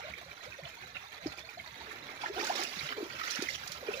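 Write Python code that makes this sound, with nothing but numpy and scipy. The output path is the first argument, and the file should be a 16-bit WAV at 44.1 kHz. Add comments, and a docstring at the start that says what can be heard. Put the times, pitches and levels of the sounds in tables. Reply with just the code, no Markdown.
"""Water at a small sluice in a stream

Water trickles and patters through a small sluice rig in a shallow stream, over a low rumble from
its hoses and tub. From about two seconds on, the water beside it sloshes in several surges, as if
someone wades round the rig: spray falls back, foam fizzes, air pockets gulp and small bubbles plink.
The microphone is close, with its right side facing the water."""
import sys
import numpy as np
from scipy import signal
from scipy.fft import rfft, irfft, next_fast_len
from scipy.io import wavfile

SR = 44100
rng = np.random.default_rng(int(sys.argv[2]) if len(sys.argv) > 2 else 0)


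def transcribe(signal):
    """Save signal, clipped to [-1, 1], as a 16-bit WAV file at the path in sys.argv[1]."""
    frames = np.atleast_2d(signal).T
    limited = np.clip(frames, -1, 1)
    pcm = np.round(limited * 32767).astype(np.int16)
    wavfile.write(sys.argv[1], SR, pcm)


N = 176400  # 4 seconds


def amp(db):
    """Turns decibels into a number to multiply by."""
    return 10 ** (np.asarray(db) / 20)


def unit(x):
    """Scales a signal to an average (rms) level of 1."""
    return x / np.sqrt(np.mean(x ** 2) + 1e-20)


def read(points, hz):
    """Looks up values between the rows of a table, on a log-frequency scale."""
    freqs, values = np.transpose(points)
    return np.interp(np.log(hz + 1), np.log(freqs + 1), values)


def colour(x, spectrum):
    """Shapes the tone of a sound; white noise would keep its power."""
    gain = amp(read(spectrum, np.fft.rfftfreq(N, 1 / SR)))
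    return irfft(rfft(x) * unit(gain), N)


def drift(rate_hz, size):
    """A smooth random wiggle with little movement faster than rate_hz."""
    noise = rfft(rng.standard_normal(size))
    return unit(irfft(noise / (1 + (np.fft.rfftfreq(size, 1 / SR) / rate_hz) ** 4), size))


def add(mix, start_s, sound):
    """Mixes a sound in at a given time, cutting off what does not fit."""
    at = round(start_s * SR)
    part = mix[..., max(at, 0):][..., :max(sound.shape[-1] + min(at, 0), 0)]
    part += sound[..., max(-at, 0):][..., :part.shape[-1]]


def tiny_rings(rate, low_hz, high_hz, cycles, spread_db, glide, bands=36):
    """A stereo cloud of tiny rings: long ones sound like bubbles, very short ones like clicks."""
    pan_db, delay_s = 2.5, 0.00008  # drops land all over the rig
    out = np.zeros((2, N))
    edges = np.geomspace(low_hz, high_hz, bands + 1)
    shares = np.diff(np.sqrt(edges)) / (np.sqrt(high_hz) - np.sqrt(low_hz))
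    for low, high, share in zip(edges, edges[1:], shares):
        count = int(np.clip(rate * share * N / SR, 2, 2048))  # rate is per second, capped in each band
        when, pitch, big, rise = rng.random((2048, 4))[:count].T[:, :, None]
        pan, lag = rng.standard_normal((2048, 2))[:count].T[:, :, None]
        hz = low + (high - low) * pitch
        age = np.arange(int(2 * cycles * SR / low) + 2) / SR
        life = age * hz / cycles
        size = amp(spread_db * np.minimum(-np.log(1 - big), np.pi + 1))
        envelope = size * life * np.exp(-2 * np.pi * life * np.log(2))
        ring = envelope * np.sin(2 * np.pi * cycles * life * (1 + glide * rise * life))
        ring *= np.sqrt((high - low) / np.sum(ring ** 2))  # same power per Hz in every band
        right_at = (when * N).astype(int) + np.arange(len(age))
        left_at = right_at + np.round(lag * delay_s * SR).astype(int)
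        out[0] += np.bincount(left_at.ravel() % N, (ring * amp(pan_db * pan)).ravel(), N)
        out[1] += np.bincount(right_at.ravel() % N, ring.ravel(), N)
    return out / np.sqrt(np.mean(out ** 2, 1, keepdims=True))


def swarms(x, depth_db, width_hz=140, length_s=0.019):
    """Bubbles of similar size come in swarms, so patches of pitch swell and fade."""
    hz, t, spectra = signal.stft(x, SR, nperseg=512, noverlap=384)
    noise = np.fft.rfft2(rng.standard_normal(spectra.shape[1:]))
    across_pitch = np.fft.fftfreq(len(hz), hz[1])[:, None]
    along_time = np.fft.rfftfreq(len(t), t[1])
    blur = np.exp(-(across_pitch * width_hz) ** 2 - (along_time * length_s) ** 2)
    patches = unit(np.fft.irfft2(noise * blur, spectra.shape[1:]))
    gain = amp(depth_db * 2 * np.tanh(patches / 2))
    return signal.istft(spectra * gain, SR, nperseg=512, noverlap=384)[1][:, :N]


def water(tone, rings, crackle_rate, crackle_db, crackle_spread_db,
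          hiss_db, clump_db, clump_hz, swarm_db):
    """Ringing bubbles, the crackle of landing drops and fine hiss, arriving in clumps and swarms."""
    crackle = tiny_rings(crackle_rate, 700, 15500, cycles=2, spread_db=crackle_spread_db,
                         glide=0, bands=12)
    mix = rings + amp(crackle_db) * crackle + amp(hiss_db) * rng.standard_normal((2, N))
    mix = swarms(mix, swarm_db)
    clumps = amp(clump_db * drift(clump_hz, N))
    return unit(colour(mix * clumps, tone))


# Tone of the low drone (frequency [Hz], relative level [dB])
RUMBLE_TONE = [(20, -55), (38, -38), (55, -9.5), (70, 4), (95, -2.5), (140, 0), (250, -10), (600, -31),
               (3000, -54)]

def rumble(level_db=-60.5, stereo_width=0.065, swell_db=4.5, swell_hz=9):
    """Water moving through the hoses and tub makes a low, uneven drone."""
    noise = rng.standard_normal(N) + stereo_width * rng.standard_normal((2, N))
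    swell = amp(swell_db * drift(swell_hz, N))
    return amp(level_db) * unit(colour(noise, RUMBLE_TONE) * swell)


# Tones of the pattering water and its low gurgle (frequency [Hz], relative level [dB])
TRICKLE_TONE = [(120, -10.5), (550, -4), (1050, -2.5), (1600, 4.5), (2100, 4), (2400, 5.5), (2900, -4.5),
                (4000, 1), (5000, -9.5), (6300, -8.5), (8000, -13), (11000, -13.5), (15500, -17)]
GURGLE_TONE = [(200, -4), (350, -8), (600, 2.5), (850, 0.5), (1300, -13)]

def trickle(patter_db=-45.5, gurgle_db=-57, drips_db=-55.5):
    """Water runs steadily off the sluice: patter, a low gurgle and single ringing drips."""
    rings = tiny_rings(rate=1800, low_hz=252.8, high_hz=9000, cycles=25.8, spread_db=2.5, glide=0.017)
    patter = water(TRICKLE_TONE, rings, crackle_rate=1500, crackle_db=-0.5, crackle_spread_db=4.0,
                   hiss_db=-0.5, clump_db=2.18, clump_hz=35.3, swarm_db=2.5)
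    gurgle = tiny_rings(82, 254.4, 1357, cycles=15.3, spread_db=3.8, glide=0.11, bands=8)
    drips = tiny_rings(70, 2996, 6604, cycles=63, spread_db=2.5, glide=0.016, bands=8)
    return (amp(patter_db) * patter
            + amp(gurgle_db) * unit(colour(gurgle, GURGLE_TONE))
            + amp(drips_db) * unit(colour(drips, TRICKLE_TONE)))


def foam(gain_db=-18.5, fade_s=1):
    """Foam left by the spray keeps fizzing finely and dies away slowly."""
    keep = np.exp(-1 / (fade_s * SR))
    lingering_power = signal.lfilter([1 - keep], [1, -keep], surge("spray") ** 2)
    fizz = tiny_rings(1800, 6060, 15800, cycles=24, spread_db=5, glide=0, bands=8)
    return amp(gain_db) * np.sqrt(lingering_power) * fizz


# Hollow glugs (start [s], length [s], level [dB], starting pitch [Hz], slide [octaves])
HOLLOW_GLUGS = [(.02, 0.088, -46.5, 524, 0.41), (1.268, 0.018, -46.5, 688, -0.045),
                (2.353, 0.1, -40, 390, -0.0056), (2.42, 0.031, -39, 905, -0.14),
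                (2.583, 0.042, -41.5, 770, -0.022), (2.957, .13, -45, 445.3, -0.185),
                (3.92, 0.12, -45.5, 510.5, 0.21)]

def glugs(flutter_hz=71):
    """Churning water keeps a hollow ringing unevenly while its pitch slides."""
    out = np.zeros(N)
    for start, length, db, hz, slide in HOLLOW_GLUGS:
        t = np.arange(int(length * SR)) / SR
        flutter = (drift(flutter_hz, SR) + 1j * drift(flutter_hz, SR))[:len(t)]
        pitch = hz * 2 ** (slide * t / length)
        ring = (flutter * np.exp(2j * np.pi * np.cumsum(pitch) / SR)).real
        add(out, start, amp(db) * unit(ring * signal.windows.tukey(len(t), 0.5)))
    return np.array([out, out])


def bubble(hz, db, ring_s, glide, wobble, sharpness=3.08):
    """An air pocket rings and glides in pitch as it nears the surface; returns peak time and sound."""
    t = np.arange(int(4 * ring_s * SR)) / SR
    peak_s = ring_s * np.sqrt(sharpness) / np.e
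    swell = (t / peak_s * np.exp(1 - t / peak_s)) ** sharpness
    wander = wobble * np.resize(drift(hz / 6, 8192), len(t))
    pitch = hz * 2 ** (glide * np.tanh((t - peak_s) / ring_s)) * (1 + wander)
    return peak_s, amp(db) * swell * np.sin(2 * np.pi * np.cumsum(pitch) / SR)


# Big air pockets (peak time [s], pitch [Hz], level [dB], ring time [s], glide [octaves each side of the peak])
AIR_GULPS = [(0.593, 595, -39, 0.0154, 0.27), (.635, 148, -47, .035, -0.86),
             (1.263, 344, -24, 0.0094, -0.11), (2.24, 892, -27.5, 0.013, -0.26),
             (2.306, 429, -32, 0.022, -0.16), (2.375, 726, -33, 0.032, 0.19),
             (2.503, 738, -22.5, 0.016, 0.62), (2.774, 204, -41.5, 0.013, -0.3),
             (2.843, 138, -43, 0.026, -0.13), (2.984, 421, -31.5, 0.014, -0.14),
             (3.01, 391, -35.5, 0.0115, -0.072), (3.031, 366, -27, 0.0083, 0.07),
             (3.394, 263, -30.5, 0.0088, 0.28), (3.426, 358, -26, 0.006, -0.23),
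             (3.7, 146, -46.5, 0.011, -0.25), (3.833, 521, -38, .013, -0.042),
             (3.89, 421, -24, 0.011, -0.1)]
# Small bubbles trapped by drips (peak time [s], pitch [Hz], level [dB])
DRIP_PLINKS = [(0.139, 2206, -27.5), (.316, 2370, -33), (0.524, 2430, -33), (0.655, 2930, -33),
               (0.969, 2520, -26.5), (1.27, 5040, -31.5), (1.386, 2411, -34), (1.492, 2400, -33),
               (1.6, 2200, -30), (1.676, 4370, -37), (2.091, 2130, -33), (2.216, 3250, -33),
               (2.262, 1796, -20.5), (2.628, 2180, -28), (2.652, 2630, -26.5), (2.796, 3910, -28),
               (2.811, 2170, -25), (2.891, 3010, -25.5), (2.905, 2040, -35), (2.925, 1353, -25.5),
               (3.198, 1365, -31), (3.488, 2130, -20), (3.552, 2850, -25.5), (3.637, 1550, -29.5),
               (3.939, 2640, -25)]

def bubbles():
    """Big air pockets gulp, and each falling drip traps a small bubble that plinks."""
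    out = np.zeros(N)
    for time, hz, db, ring_s, glide in AIR_GULPS:
        peak_s, gulp = bubble(hz, db, ring_s, glide, wobble=0.077)
        add(out, time - peak_s, gulp)
    for time, hz, db in DRIP_PLINKS:
        peak_s, plink = bubble(hz, db, ring_s=0.0055, glide=0.12, wobble=0.067)
        add(out, time - peak_s, plink)
    return np.array([out, out])


# Big drops hitting the water (time [s], relative level [dB])
BIG_DROPS = [(2.446, -18.5), (2.47, -17.5), (2.636, -16.5), (3.196, -34), (3.309, -16.5), (3.358, -21),
             (3.423, -17), (3.676, -21), (3.72, -20.5)]
# Tone of their spatter (frequency [Hz], relative level [dB])
SMACK_TONE = [(500, -18), (2000, -18), (4000, 11.5), (6500, 10.5), (9000, 2.5), (15500, -10.5)]

def smacks(decay_s=0.0035):
    """Big drops land with a short, bright spatter."""
    out = np.zeros((2, N))
    age = np.arange(1024) / SR / decay_s
    envelope = np.sqrt(2 * age) * np.exp(-age) / 2
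    for time, db in BIG_DROPS:
        add(out, time - decay_s / 2, amp(db) * envelope * rng.standard_normal((2, len(age))))
    return colour(out, SMACK_TONE)


# Surges of water (start [s], length [s], splash level [dB], spray level [dB], churn level [dB])
SURGES = [(0.0, 0.13, -44.5, -69, -92), (0.423, 0.038, -42, -47.5, -55.5), (0.944, 0.021, -41.5, -58, -55),
          (1.254, 0.019, -43, -43, -50), (1.368, 0.029, -47, -44.5, -53), (1.75, 0.42, -50.5, -62, -52),
          (2.202, 0.091, -39, -44.5, -49.5), (2.327, 0.12, -45, -41.5, -49), (2.372, 0.12, -36.5, -38, -42),
          (2.483, 0.074, -45, -38.5, -43), (2.546, 0.1, -37, -33.5, -42), (2.654, 0.076, -42, -39.5, -49.5),
          (2.73, 0.15, -40, -40, -53), (2.88, 0.053, -36, -42, -47), (2.96, 0.11, -55, -47, -46),
          (3.089, 0.1, -41, -47, -53), (3.185, 0.033, -35.5, -39, -54), (3.227, .125, -36.5, -37.5, -52.5),
          (3.353, 0.12, -38.5, -40, -49), (3.475, 0.085, -55, -36, -64), (3.573, 0.21, -46.5, -46, -60),
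          (3.757, 0.31, -51.5, -60, -51), (3.856, 0.079, -40, -50.5, -47), (3.906, 0.11, -48, -42, -71)]

def surge(layer, rise_s=0.011, fall_s=0.0034):
    """How loud one layer is over time: each surge rises quickly, holds, then drops away."""
    column = ("splash", "spray", "churn").index(layer)
    t, power = np.arange(N) / SR, np.zeros(N)
    for start, length, *levels in SURGES:
        rise = np.clip((t - start) / rise_s, 0, 1)
        fall = np.exp(-np.maximum(t - start - length, 0) / fall_s)
        power += (amp(levels[column]) * rise * fall) ** 2
    return np.sqrt(power)


# Tones of the splash, bright spray and deep churn (frequency [Hz], relative level [dB])
SPLASH_TONE = [(400, -78), (900, -17.5), (1350, 6), (1800, 3), (2300, 3), (3000, -1), (4500, -15.5),
               (8000, -43), (15500, -30)]
SPRAY_TONE = [(800, -52), (2000, 6), (3100, 7.5), (4200, 8.5), (5500, 8.5), (6600, 2), (8500, -2.5),
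              (12000, -9.5), (15500, -6.5)]
CHURN_TONE = [(70, -41), (220, -4), (390, 1.5), (560, -2), (780, -3), (1100, -2), (2000, -7.5)]

def sloshes():
    """Each surge throws a splash and fine spray, and churns bigger bubbles under the surface."""
    rings = tiny_rings(rate=2200, low_hz=599, high_hz=7055, cycles=15.8, spread_db=3.0, glide=0.088)
    splash = water(SPLASH_TONE, rings, crackle_rate=7400, crackle_db=-5, crackle_spread_db=0.5,
                   hiss_db=-5.5, clump_db=1.5, clump_hz=54, swarm_db=5.0)
    rings = tiny_rings(rate=3300, low_hz=1504, high_hz=11660, cycles=14.5, spread_db=4.5, glide=0.056)
    spray = water(SPRAY_TONE, rings, crackle_rate=4100, crackle_db=-3.5, crackle_spread_db=1.0,
                  hiss_db=-4.5, clump_db=-1.5, clump_hz=68.6, swarm_db=5.5)
    rings = tiny_rings(1200, 162.3, 1760, cycles=7.7, spread_db=0.5, glide=0.067, bands=14)
    churn = unit(colour(rings, CHURN_TONE))
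    return splash * surge("splash") + spray * surge("spray") + churn * surge("churn")


def rig_echo(x, gain_db=-6.5, tail_s=0.17, low_cut_hz=700, shifts_per_s=2.299, patterns=3):
    """Short echoes off the tub and sieve; their pattern shifts as the water and microphone move."""
    t, out = np.arange(4096) / SR, np.zeros((2, N))
    low_cut = signal.butter(1, low_cut_hz, "high", fs=SR, output="sos")
    for k in range(patterns):
        echoes = rng.standard_normal((2, len(t))) * amp(-60 * t / tail_s) * (t > 0.001)
        echoes = signal.sosfilt(low_cut, echoes)
        echoes /= np.linalg.norm(echoes, axis=1, keepdims=True)
        blend = np.cos(np.pi * (shifts_per_s * np.arange(N) / SR + k / patterns)) * np.sqrt(2 / patterns)
        out += signal.oaconvolve(x * blend, echoes, axes=1)[:, :N]
    return amp(gain_db) * out


def scene():
    """All the water, heard from beside the rig."""
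    near = trickle() + sloshes() + foam() + bubbles() + glugs() + smacks()
    return near + rig_echo(near) + rumble()


# Tone of the microphone, and the muffling of its left side (frequency [Hz], gain [dB])
MIC_TONE = [(20, 0), (6600, -2.5), (7400, -6.5), (8200, -14), (10000, -4.5), (12000, -2.5), (13800, -11),
            (14500, 2.5), (15300, 8), (16000, -44)]
LEFT_SHADE = [(60, -0.5), (150, -1.5), (350, -2), (650, -0.5), (1200, -4.5), (2200, -9.5), (3500, -10.5),
              (5500, -13), (7500, -5.5), (10000, -12.5), (15000, -11)]
# How much later sound reaches the left side (frequency [Hz], delay [ms])
LEFT_DELAY = [(100, 0.27), (700, 0.22), (1400, 0.25), (2600, 0.53), (8000, 0.526)]

def record(dry, cutoff_hz=15700):
    """The microphone colours the sound and cuts the top treble; its left side is duller and later."""
    size = next_fast_len(N + 2048)
    hz = np.fft.rfftfreq(size, 1 / SR)
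    spectrum = rfft(dry, size) * amp(read(MIC_TONE, hz))
    delay_s = read(LEFT_DELAY, hz) / 1000
    spectrum[0] *= amp(read(LEFT_SHADE, hz)) * np.exp(-2j * np.pi * hz * delay_s)
    treble_cut = signal.firwin(801, cutoff_hz, window=("kaiser", 9), fs=SR)
    return signal.oaconvolve(irfft(spectrum, size)[:, :N], treble_cut[None], "same")


dry = scene()
out = record(dry)
transcribe(out)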